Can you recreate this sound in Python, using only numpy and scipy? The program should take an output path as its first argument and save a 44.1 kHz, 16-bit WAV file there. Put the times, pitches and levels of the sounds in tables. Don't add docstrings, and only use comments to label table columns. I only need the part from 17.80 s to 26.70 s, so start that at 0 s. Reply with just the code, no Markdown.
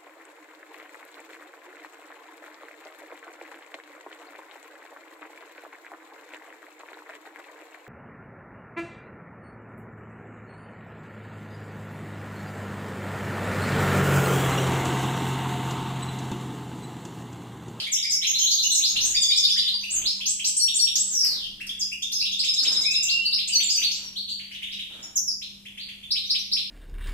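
import sys
import numpy as np
from scipy import signal
from scipy.fft import rfft, irfft
from scipy.io import wavfile
from scipy.ndimage import uniform_filter1d

SR = 44100
rng = np.random.default_rng(int(sys.argv[2]) if len(sys.argv) > 2 else 0)


def generate_wav(sig):
    pcm = np.round(np.clip(np.atleast_2d(sig).T, -1, 1) * 32767).astype(np.int16)
    wavfile.write(sys.argv[1], SR, pcm)


def elevation(decibels):
    levels = np.asarray(decibels, float)
    return 10 ** (levels / 20)


N = 392490
TURBULENCE = rng.standard_normal(SR)


def evened(x):
    return x / np.sqrt(np.mean(x ** 2) + 1e-20)


def read(points, hz):
    f, value = np.transpose(points)
    return np.interp(np.log(hz + 1), np.log(f + 1), value)


def add(mix, start_s, sound):
    part = mix[round(start_s * SR):][:len(sound)]
    part += sound[:len(part)]


def coloured(x, points):
    n = x.shape[-1]
    gain = elevation(read(points, np.fft.rfftfreq(n, 1 / SR)))
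    return irfft(rfft(x) * gain, n)


def syrinx(hz, reed_db=0, step_db=-2, hiss_db=-42):
    # (pitch [Hz], level [dB])
    thinning = [(2200, -19.5), (3000, -29), (4000, -31.5), (5100, -34.5), (5700, -23.5), (7000, -26.5)]
    phase = 2 * np.pi * np.cumsum(hz) / SR
    overtones = 0
    for k in (2, 3, 4, 5):
        below_nyquist = k * hz < SR / 2
        overtones = overtones + elevation((k - 5.5) * step_db) * np.sin(k * phase) * below_nyquist
    hiss = elevation(hiss_db) * np.diff(TURBULENCE[:len(hz) + 1])
    reed = elevation(read(thinning, hz) + reed_db)
    return np.sqrt(2) * (np.sin(phase) + reed * overtones) + hiss


def syllable(length_s, start_hz, middle_hz, end_hz, db, rise=0.51, fall=0.38, off_db=5.5):
    u = np.linspace(0, 1, round(length_s * SR))
    hz = start_hz * (1 - u) * (1 - 2 * u) + 4 * middle_hz * u * (1 - u) + end_hz * u * (2 * u - 1)
    throat = elevation(-off_db * np.abs(np.log2(hz / middle_hz)))
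    swell = u ** rise * np.abs(1 - u) ** fall
    return elevation(db) * syrinx(hz) * evened(swell * throat)


def single_syllables():
    deep_bend = 0.56, 1.18
    deep_scoops = [(5.58, 0.027, 3640, -25), (6.015, 0.027, 3520, -22.5), (6.595, 0.0087, 2910, -34),
                   (6.711, 0.011, 2780, -35.5), (6.821, 0.022, 3150, -29.5), (7.615, 0.019, 3650, -32),
                   (7.852, 0.018, 2980, -37.5), (7.973, 0.014, 3040, -34), (8.086, 0.0106, 2990, -34),
                   (8.35, 0.04, 3635, -27.5), (8.544, 0.02, 3550, -24.5), (8.764, 0.025, 3694, -24.5)]
    scoop_bend = 0.6, 1.171
    scoops = [(1.03, 0.039, 4750, -21.5), (1.16, 0.016, 3720, -19), (2.164, 0.007, 2870, -37),
              (2.216, 0.0085, 3050, -31), (2.244, 0.048, 4710, -22.5), (2.452, 0.019, 5730, -21),
              (2.64, 0.016, 5530, -18.5), (3.155, 0.0032, 6030, -9.5), (3.799, 0.016, 2240, -40),
              (4.318, 0.017, 5690, -23), (4.634, 0.026, 3387, -25.5), (4.845, 0.016, 3260, -25),
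              (5.279, 0.043, 4590, -22.5), (5.797, 0.021, 3306, -23), (6.925, 0.021, 3350, -32.5),
              (6.991, 0.01, 3367, -27)]
    rise_bend = 0.71, 1.116
    rises = [(0.158, 0.032, 3490, -29), (0.414, 0.026, 3736, -24), (0.444, 0.012, 3080, -21.5),
             (0.708, 0.017, 4396, -19), (.905, .022, 7780, -26), (1.24, 0.025, 7800, -27.5),
             (1.001, 0.019, 2806, -35.5), (1.201, 0.022, 5890, -21), (1.341, 0.02, 2356, -35.5),
             (1.515, 0.022, 3770, -24), (1.639, 0.017, 4380, -20), (1.678, 0.028, 3220, -32),
             (1.755, 0.023, 1974, -40), (1.771, .026, 3746, -24), (1.874, 0.013, 3797, -19.5),
             (2.097, 0.027, 7600, -26), (2.406, 0.013, 3135, -26.5), (2.594, 0.011, 3020, -26),
             (2.876, 0.016, 3460, -21.5), (3.068, 0.013, 3450, -21), (4.398, 0.021, 4930, -20),
             (4.447, 0.025, 3615, -25.5), (4.588, 0.018, 4820, -18.5), (5.519, 0.029, 4787, -18.5),
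             (5.672, 0.015, 7580, -24.5), (6.356, 0.029, 4096, -26.5), (6.479, 0.02, 4190, -29.5),
             (6.485, .02, 7040, -43.5), (7.119, 0.0083, 3470, -33.5), (7.99, 0.026, 4210, -36.5),
             (8.305, 0.017, 4870, -18), (8.495, 0.019, 4820, -17), (8.714, 0.025, 4960, -19)]
    flick_bend = .8, 1.01
    flicks = [(1.5, 0.014, 2385, -32), (2.031, 0.024, 2822, -28.5), (4.115, 0.019, 2756, -29),
              (4.415, 0.022, 2783, -29), (5.692, 0.014, 2913, -25.5), (5.883, 0.033, 4950, -21.5),
              (5.977, 0.018, 2844, -26.5), (6.74, 0.011, 3760, -57), (1.822, 0.023, 3080, -32.5)]
    lift_bend = .87, 1.06
    lifts = [(.066, 0.0082, 2220, -29), (.243, 0.0092, 2230, -29.5), (.424, 0.0095, 2230, -31.5),
             (0.593, 0.012, 3120, -27.5), (0.619, 0.0098, 3210, -21), (1.066, 0.043, 6490, -26),
             (1.232, 0.015, 6350, -18.5), (2.254, 0.013, 4140, -21.5), (2.469, 0.043, 7670, -23.5),
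             (2.652, 0.036, 7720, -22.5), (2.751, .016, 7770, -29), (2.938, 0.015, 7320, -21.5),
             (3.16, 0.019, 7500, -31.5), (4.219, 0.021, 3510, -25.5), (4.521, 0.024, 3540, -26),
             (4.587, 0.0068, 7680, -32), (4.791, 0.0093, 4350, -19.5), (5.449, 0.018, 4527, -18.5),
             (5.89, 0.012, 6560, -26), (6.111, 0.059, 7250, -40.5)]
    hook_bend = 0.73, 1.29
    hooks = [(1.879, 0.0087, 3260, -36), (4.222, 0.0028, 5880, -22.5), (4.516, 0.0045, 5530, -26.5),
             (5.892, 0.037, 6590, -28), (6.11, 0.0077, 5190, -21), (6.704, 0.031, 5150, -49.5),
             (6.744, 0.0084, 3170, -30.5), (6.912, 0.018, 4790, -38)]
    level_bend = 0.93, 1.01
    levels = [(0.226, 0.0071, 5014, -17), (.296, 0.0065, 5030, -17), (0.639, 0.0045, 6560, -12.5),
              (0.838, 0.014, 2884, -24), (0.898, 0.013, 6080, -20), (1.155, 0.016, 2835, -26),
              (1.298, 0.011, 6720, -21.5), (1.931, 0.02, 4716, -22), (2.001, 0.02, 6060, -38.5),
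              (2.462, 0.0094, 6420, -25.5), (3.18, 0.034, 7670, -21), (3.806, 0.012, 2740, -30.5),
              (3.892, 0.0039, 3363, -21), (4.348, 0.021, 5220, -22.5), (5.751, 0.012, 4437, -14),
              (7.224, 0.02, 5520, -35.5), (8.436, 0.0059, 3740, -28.5), (8.457, 0.027, 6000, -41)]
    dip_bend = 1.11, 1.01
    dips = [(0.126, 0.023, 5574, -20.5), (0.307, 0.048, 5415, -22), (1.575, 0.0052, 5340, -16.5),
            (1.71, 0.0093, 4970, -27), (2.792, 0.017, 4396, -22), (2.985, 0.018, 4440, -20.5),
            (4.009, 0.017, 4960, -22), (5.225, 0.01, 7240, -20), (5.224, 0.019, 6090, -24.5),
            (5.721, 0.02, 4730, -20.5), (5.824, 0.025, 7180, -21.5), (5.942, 0.014, 4740, -19.5),
            (6.04, 0.015, 4430, -17.5), (6.217, 0.065, 5600, -39.5), (7.222, 0.015, 6820, -38.5),
            (8.588, 0.0072, 5680, -28.5)]
    stoop_bend = 1.28, .95
    stoops = [(0.115, 0.021, 6630, -20.5), (0.296, 0.044, 6540, -25), (1.408, 0.032, 6780, -22),
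              (1.558, 0.038, 6750, -26.5), (1.686, 0.032, 6360, -34.5), (1.766, 0.0095, 6780, -34),
              (2.119, .065, 6750, -24), (3.99, 0.03, 5550, -30)]
    fall_bend = 1.19, .86
    falls = [(0, 0.0027, 3046, -22.5), (0, 0.0017, 4600, -19), (0.02, 0.037, 3560, -31),
             (.93, 0.027, 7450, -23), (1.257, 0.016, 7550, -27), (3.867, .008, 5300, -32),
             (3.99, .02, 6800, -30), (1.631, 0.018, 4200, -21), (7.355, 0.021, 6240, -17.5)]
    drop_bend = 0.56, 0.97
    drops = [
        (2.766, 0.009, 8210, -15),
        (2.956, .008, 8210, -16),
        (6.482, 0.05, 4400, -31),
        (6.861, 0.081, 3690, -41.5),
        (8.028, 0.008, 4420, -33),
        (8.225, .02, 3400, -38),
    ]
    slide_bend = 1.06, .87
    slides = [
        (7.468, 0.035, 5330, -23.5),
        (.004, 0.00058, 7500, -37),
        (.004, 0.00051, 10100, -32),
        (0.0076, .0008, 7600, -39),
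    ]
    flat_bend = 1.03, 1.003
    flats = [
        (2.798, 0.054, 5594, -18),
        (2.994, 0.048, 5583, -17.5),
        (5.731, 0.034, 5980, -21.5),
        (5.956, .024, 6005, -21.5),
    ]
    kinds = [(deep_bend, deep_scoops), (scoop_bend, scoops), (rise_bend, rises), (flick_bend, flicks),
             (lift_bend, lifts), (hook_bend, hooks), (level_bend, levels), (dip_bend, dips),
             (stoop_bend, stoops), (fall_bend, falls), (drop_bend, drops), (slide_bend, slides),
             (flat_bend, flats)]
    return [(s, length_s, start * hz, hz, end * hz, db)
            for (start, end), rows in kinds for s, length_s, hz, db in rows]


def repeated_figures():
    # (time [s], strength [dB]), in the rattle also (pitch [share])
    trill_figure = [
        (0, 0.012, 5610, 6600, 8500, -26),
        (0.027, 0.018, 4265, 3766, 3430, -24),
        (0.042, 0.022, 5300, 5120, 5000, -16.5),
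    ]
    trill = [(4.638, -2), (4.732, -1.5), (4.826, -0.5), (4.916, -1.5), (5.007, -2), (5.105, -0.9)]
    lilt_figure = [
        (0, 0.011, 4810, 6030, 7250, -17),
        (.026, 0.013, 6360, 6545, 6370, -18.5),
        (.074, 0.022, 3230, 3963, 4250, -19),
    ]
    lilts = [(0.465, -1.5), (0.583, -0.5), (0.705, -0.9), (0.827, -1.5), (0.948, 0)]
    upper_figure = [
        (.004, 0.011, 5220, 4754, 4770, -16.5),
        (.02, 0.016, 4920, 5204, 5500, -26.5),
    ]
    uppers = [(1.341, 0, 1), (1.411, 0.5, .99), (1.48, 0.3, .98), (1.554, -1, 1.03), (1.624, 1.5, 1.01),
              (1.695, -0.5, 1.04), (1.771, -0.5, .99)]
    lower_figure = [
        (0.00062, .022, 3280, 3657, 3410, -26),
    ]
    lowers = [(1.359, 5, 1), (1.428, 4, .98), (1.498, 5, 1.01), (1.565, 4, .99), (1.632, 5, 1.01),
              (1.7, 4, .98), (1.773, 4, .97), (1.84, 1.5, .99)]
    figures = [(trill_figure, trill), (lilt_figure, lilts), (upper_figure, uppers), (lower_figure, lowers)]
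    notes_sung = []
    for parts, starts in figures:
        for s, more_db, *share in starts:
            for delay_s, length_s, *path_hz, db in parts:
                path_hz = np.multiply(path_hz, np.prod(share))
                notes_sung.append((s + delay_s, length_s, *path_hz, db + more_db))
    return notes_sung


def held(rows, throb_hz, swing_hz, depth, reed_db):
    s, hz, db = np.transpose(rows)
    t = np.arange(s[0], s[-1], 1 / SR)
    wander = evened(uniform_filter1d(rng.standard_normal(len(t)), size=400))
    throb = np.sin(2 * np.pi * np.cumsum(throb_hz * (1 + 0.13 * wander)) / SR)
    tone = syrinx(np.interp(t, s, hz) + swing_hz * throb, reed_db) * (1 + depth * throb)
    return s[0], elevation(np.interp(t, s, db)) * tone * signal.windows.tukey(len(t), .05)


def buzz():
    # (time [s], pitch [Hz], level [dB])
    buzz_path = [
        (3.265, 8110, -25),
        (3.3, 7300, -30.5),
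        (3.345, 5854, -23.5),
        (3.42, 5220, -19.5),
        (3.52, 4420, -29),
        (3.58, 3580, -36.5),
        (3.67, 3050, -32),
    ]
    return held(buzz_path, throb_hz=269.0, swing_hz=272, depth=0.048, reed_db=-2.5)


def whistle():
    # (time [s], pitch [Hz], level [dB])
    whistle_path = [
        (5.025, 2060, -37.5),
        (5.07, 2494, -28.5),
        (5.15, 2708, -33.5),
        (5.25, 2731, -31),
        (5.37, 2744, -22),
        (5.4, 2754, -36),
        (5.44, 3055, -28),
    ]
    return held(whistle_path, throb_hz=45, swing_hz=22, depth=.25, reed_db=-14)


def perch(s, hz):
    # (from [s], to [s])
    near_s = [(.06, .08), (.22, .3), (.42, .43), (.835, .845), (1.15, 1.158), (1.34, 1.95), (2.11, 2.12),
              (2.76, 2.77), (3.15, 3.165), (3.8, 3.81), (4.11, 4.12), (4.635, 5.16), (5.44, 5.53),
              (5.745, 5.76), (6.03, 6.05), (7.3, 7.5), (8.3, 8.75)]
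    far_s = 6.3, 7.2
    if far_s[0] < s < far_s[1]:
        return 3
    if any(start < s < end for start, end in near_s):
        return 4
    return int(hz > 4400)


def room(x, direct_db, early, early_s):
    # (freq [Hz], t60 [s])
    walls = [(2000, 1), (5000, 0.63), (14000, 0.59)]
    taps = np.zeros((2, SR))
    slots = np.arange(90, SR - 12, 12)
    jitter = rng.integers(0, 12, (2, (SR - 91) // 12 + 1))[:, :(SR - 103) // 12 + 1]
    at = slots + jitter
    np.put_along_axis(taps, at, rng.choice([-1., 1.], at.shape), 1)
    taps *= 1 + early * np.exp(-np.arange(SR) / SR / early_s)
    hz, t, z = signal.stft(taps, SR, nperseg=128)
    decay = elevation(-60 * t / read(walls, hz)[:, None])
    tail = signal.istft(z * decay, SR, nperseg=128)[1]
    tail /= np.linalg.norm(tail, axis=1, keepdims=True)
    tail[[0, 1], [0, 4]] = elevation(direct_db)
    return signal.fftconvolve(x[None], tail, axes=1)[:, :N]


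def cage():
    # (time [s], length [s], level [dB])
    rustles = [(0, 0.03, -48), (1.089, 0.25, -50.5), (2.113, 0.17, -51.5), (3.409, 0.18, -52),
               (4.806, 0.23, -45.5), (3.15, 0.33, -58), (5.153, 0.43, -59), (5.956, 0.14, -54),
               (6.171, 0.11, -56), (6.484, 0.1, -68.5), (6.75, 0.21, -94), (7.08, 0.23, -53)]
    # (freq [Hz], level [dB])
    feathers = [(60, 5), (300, 18.5), (4000, -7.5), (15000, -30)]
    # (time [s], level [dB])
    hops = [
        (3.447, -21),
        (3.868, -36),
        (4.218, -51),
        (4.321, -34.5),
    ]
    beats = np.zeros(N)
    noise = evened(coloured(rng.standard_normal(N), feathers))
    for s, length_s, db in rustles:
        t = np.arange(0, length_s, 1 / SR)
        wing_beat = 1 - .5 * np.cos(2 * np.pi * 21 * t)
        add(beats, s, elevation(db) * wing_beat * signal.windows.tukey(len(t), .3))
    out = beats * noise
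    t = np.arange(0, .006, 1 / SR)
    for s, db in hops:
        add(out, s, elevation(db) * rng.standard_normal(len(t)) * np.exp(-t / 0.00042))
    return out


def spells(rows):
    out = np.zeros(N)
    for s, length_s, db in rows:
        add(out, s, elevation(db) * signal.windows.tukey(round(length_s * SR), .3))
    return out


def gusts():
    # (time [s], length [s], level [dB])
    puffs = [
        (1.1, 0.34, -51.5),
        (2.13, 0.15, -51.5),
        (3.45, 0.55, -58),
    ]
    # (freq [Hz], level [dB])
    puff_spectrum = [(25, 0.5), (130, -8), (300, -12.5), (1000, -51)]
    return spells(puffs) * evened(coloured(rng.standard_normal(N), puff_spectrum))


def air():
    # (freq [Hz], density [dB per Hz])
    air_spectrum = [(20, -4), (45, 2), (250, -5.5), (600, -18), (2000, -24.5), (15000, -18)]
    # (freq [Hz], likeness [0-1])
    likeness = [(30, .94), (150, .78), (400, .35), (1000, 0)]
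    # (freq [Hz], rms level [dB])
    mains = [
        (100, -83),
        (200, -60),
    ]
    air_db = -63.5
    left, other = rfft(rng.standard_normal((2, N)))
    hz, t = np.fft.rfftfreq(N, 1 / SR), np.arange(N) / SR
    same = np.clip(read(likeness, hz), 0, 1)
    pair = irfft(np.array([left, same * left + np.sqrt(1 - same ** 2) * other]), N)
    hum = sum(np.sqrt(2) * elevation(db) * np.sin(2 * np.pi * f * t) for f, db in mains)
    waver_db = 2.0 * evened(uniform_filter1d(rng.standard_normal(N), size=4000))
    balance_db = [[1.5], [-1.5]]
    return elevation(air_db + 6.5) * evened(coloured(pair, air_spectrum)) + hum * elevation(balance_db) * elevation(waver_db)


def whine():
    # (time [s], length [s], level [dB])
    whine_spells = [
        (1.3, .85, -71),
        (2.25, .2, -75),
        (2.6, .23, -74),
    ]
    whine_hz = 996
    flicker = evened(uniform_filter1d(rng.standard_normal(N), size=900))
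    tone = np.sin(2 * np.pi * whine_hz * np.arange(N) / SR)
    return np.sqrt(2) * spells(whine_spells) * elevation(5.6 * flicker) * tone


def masked(x, patchy_db=4):
    # (freq [Hz], level [dB])
    heard_db = [(400, -38), (1500, -40), (6600, -39), (7800, -55), (9200, -37.5), (10300, -54.5),
                (12000, -74), (14800, -38)]
    hz, _, z = signal.stft(x, SR, nperseg=2048, noverlap=1024)
    band = uniform_filter1d((abs(z) ** 2).mean(0), size=9, axis=0)
    patches = rng.standard_normal((len(hz) // 10 + 1, z.shape[2]))
    patches = evened(uniform_filter1d(patches, size=3, axis=1))
    patches = np.repeat(patches, 10, axis=0)[:len(hz)]
    loudest = uniform_filter1d(band.max(0), size=3, origin=1)
    threshold_db = read(heard_db, hz)[:, None] + patchy_db * patches
    kept = (band > elevation(2 * threshold_db) * loudest) | (hz < 260)[:, None]
    return signal.istft(z * kept, SR, nperseg=2048, noverlap=1024)[1][:, :N]


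def scene():
    direct_db = [
        -9,
        -11.5,
        -8.5,
        -10,
        -10.5,
    ]
    early = [0.98, 1.5, 1.4, 1, 1.57]
    early_s = [0.072, .055, 0.053, 0.16, 0.035]
    perches, wings = np.zeros((len(early), N)), cage()
    for s, *row in single_syllables() + repeated_figures():
        middle_hz = row[2]
        add(perches[perch(s, middle_hz)], s, syllable(*row))
    add(perches[2], *buzz())
    add(perches[2], *whistle())
    perches[2] += 6.63 * np.gradient(wings)
    birds = sum(room(*seat) for seat in zip(perches, direct_db, early, early_s))
    return birds + elevation(-11.5) * wings + air() + gusts()


def top_cut(x):
    return signal.sosfilt(signal.butter(12, 15130, fs=SR, output="sos"), x)


def record(dry):
    # (freq [Hz], level [dB])
    capsule = [(8000, 1), (12500, 0.5), (14800, -9.5)]
    limited = .6 * np.tanh(dry / .6)
    lowpass = signal.firwin(511, 15000, window=("kaiser", 9), fs=SR)[None]
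    heard = signal.oaconvolve(coloured(limited, capsule), lowpass, "same")
    return top_cut(masked(heard) + whine())


dry = scene()
out = record(dry)
generate_wav(out)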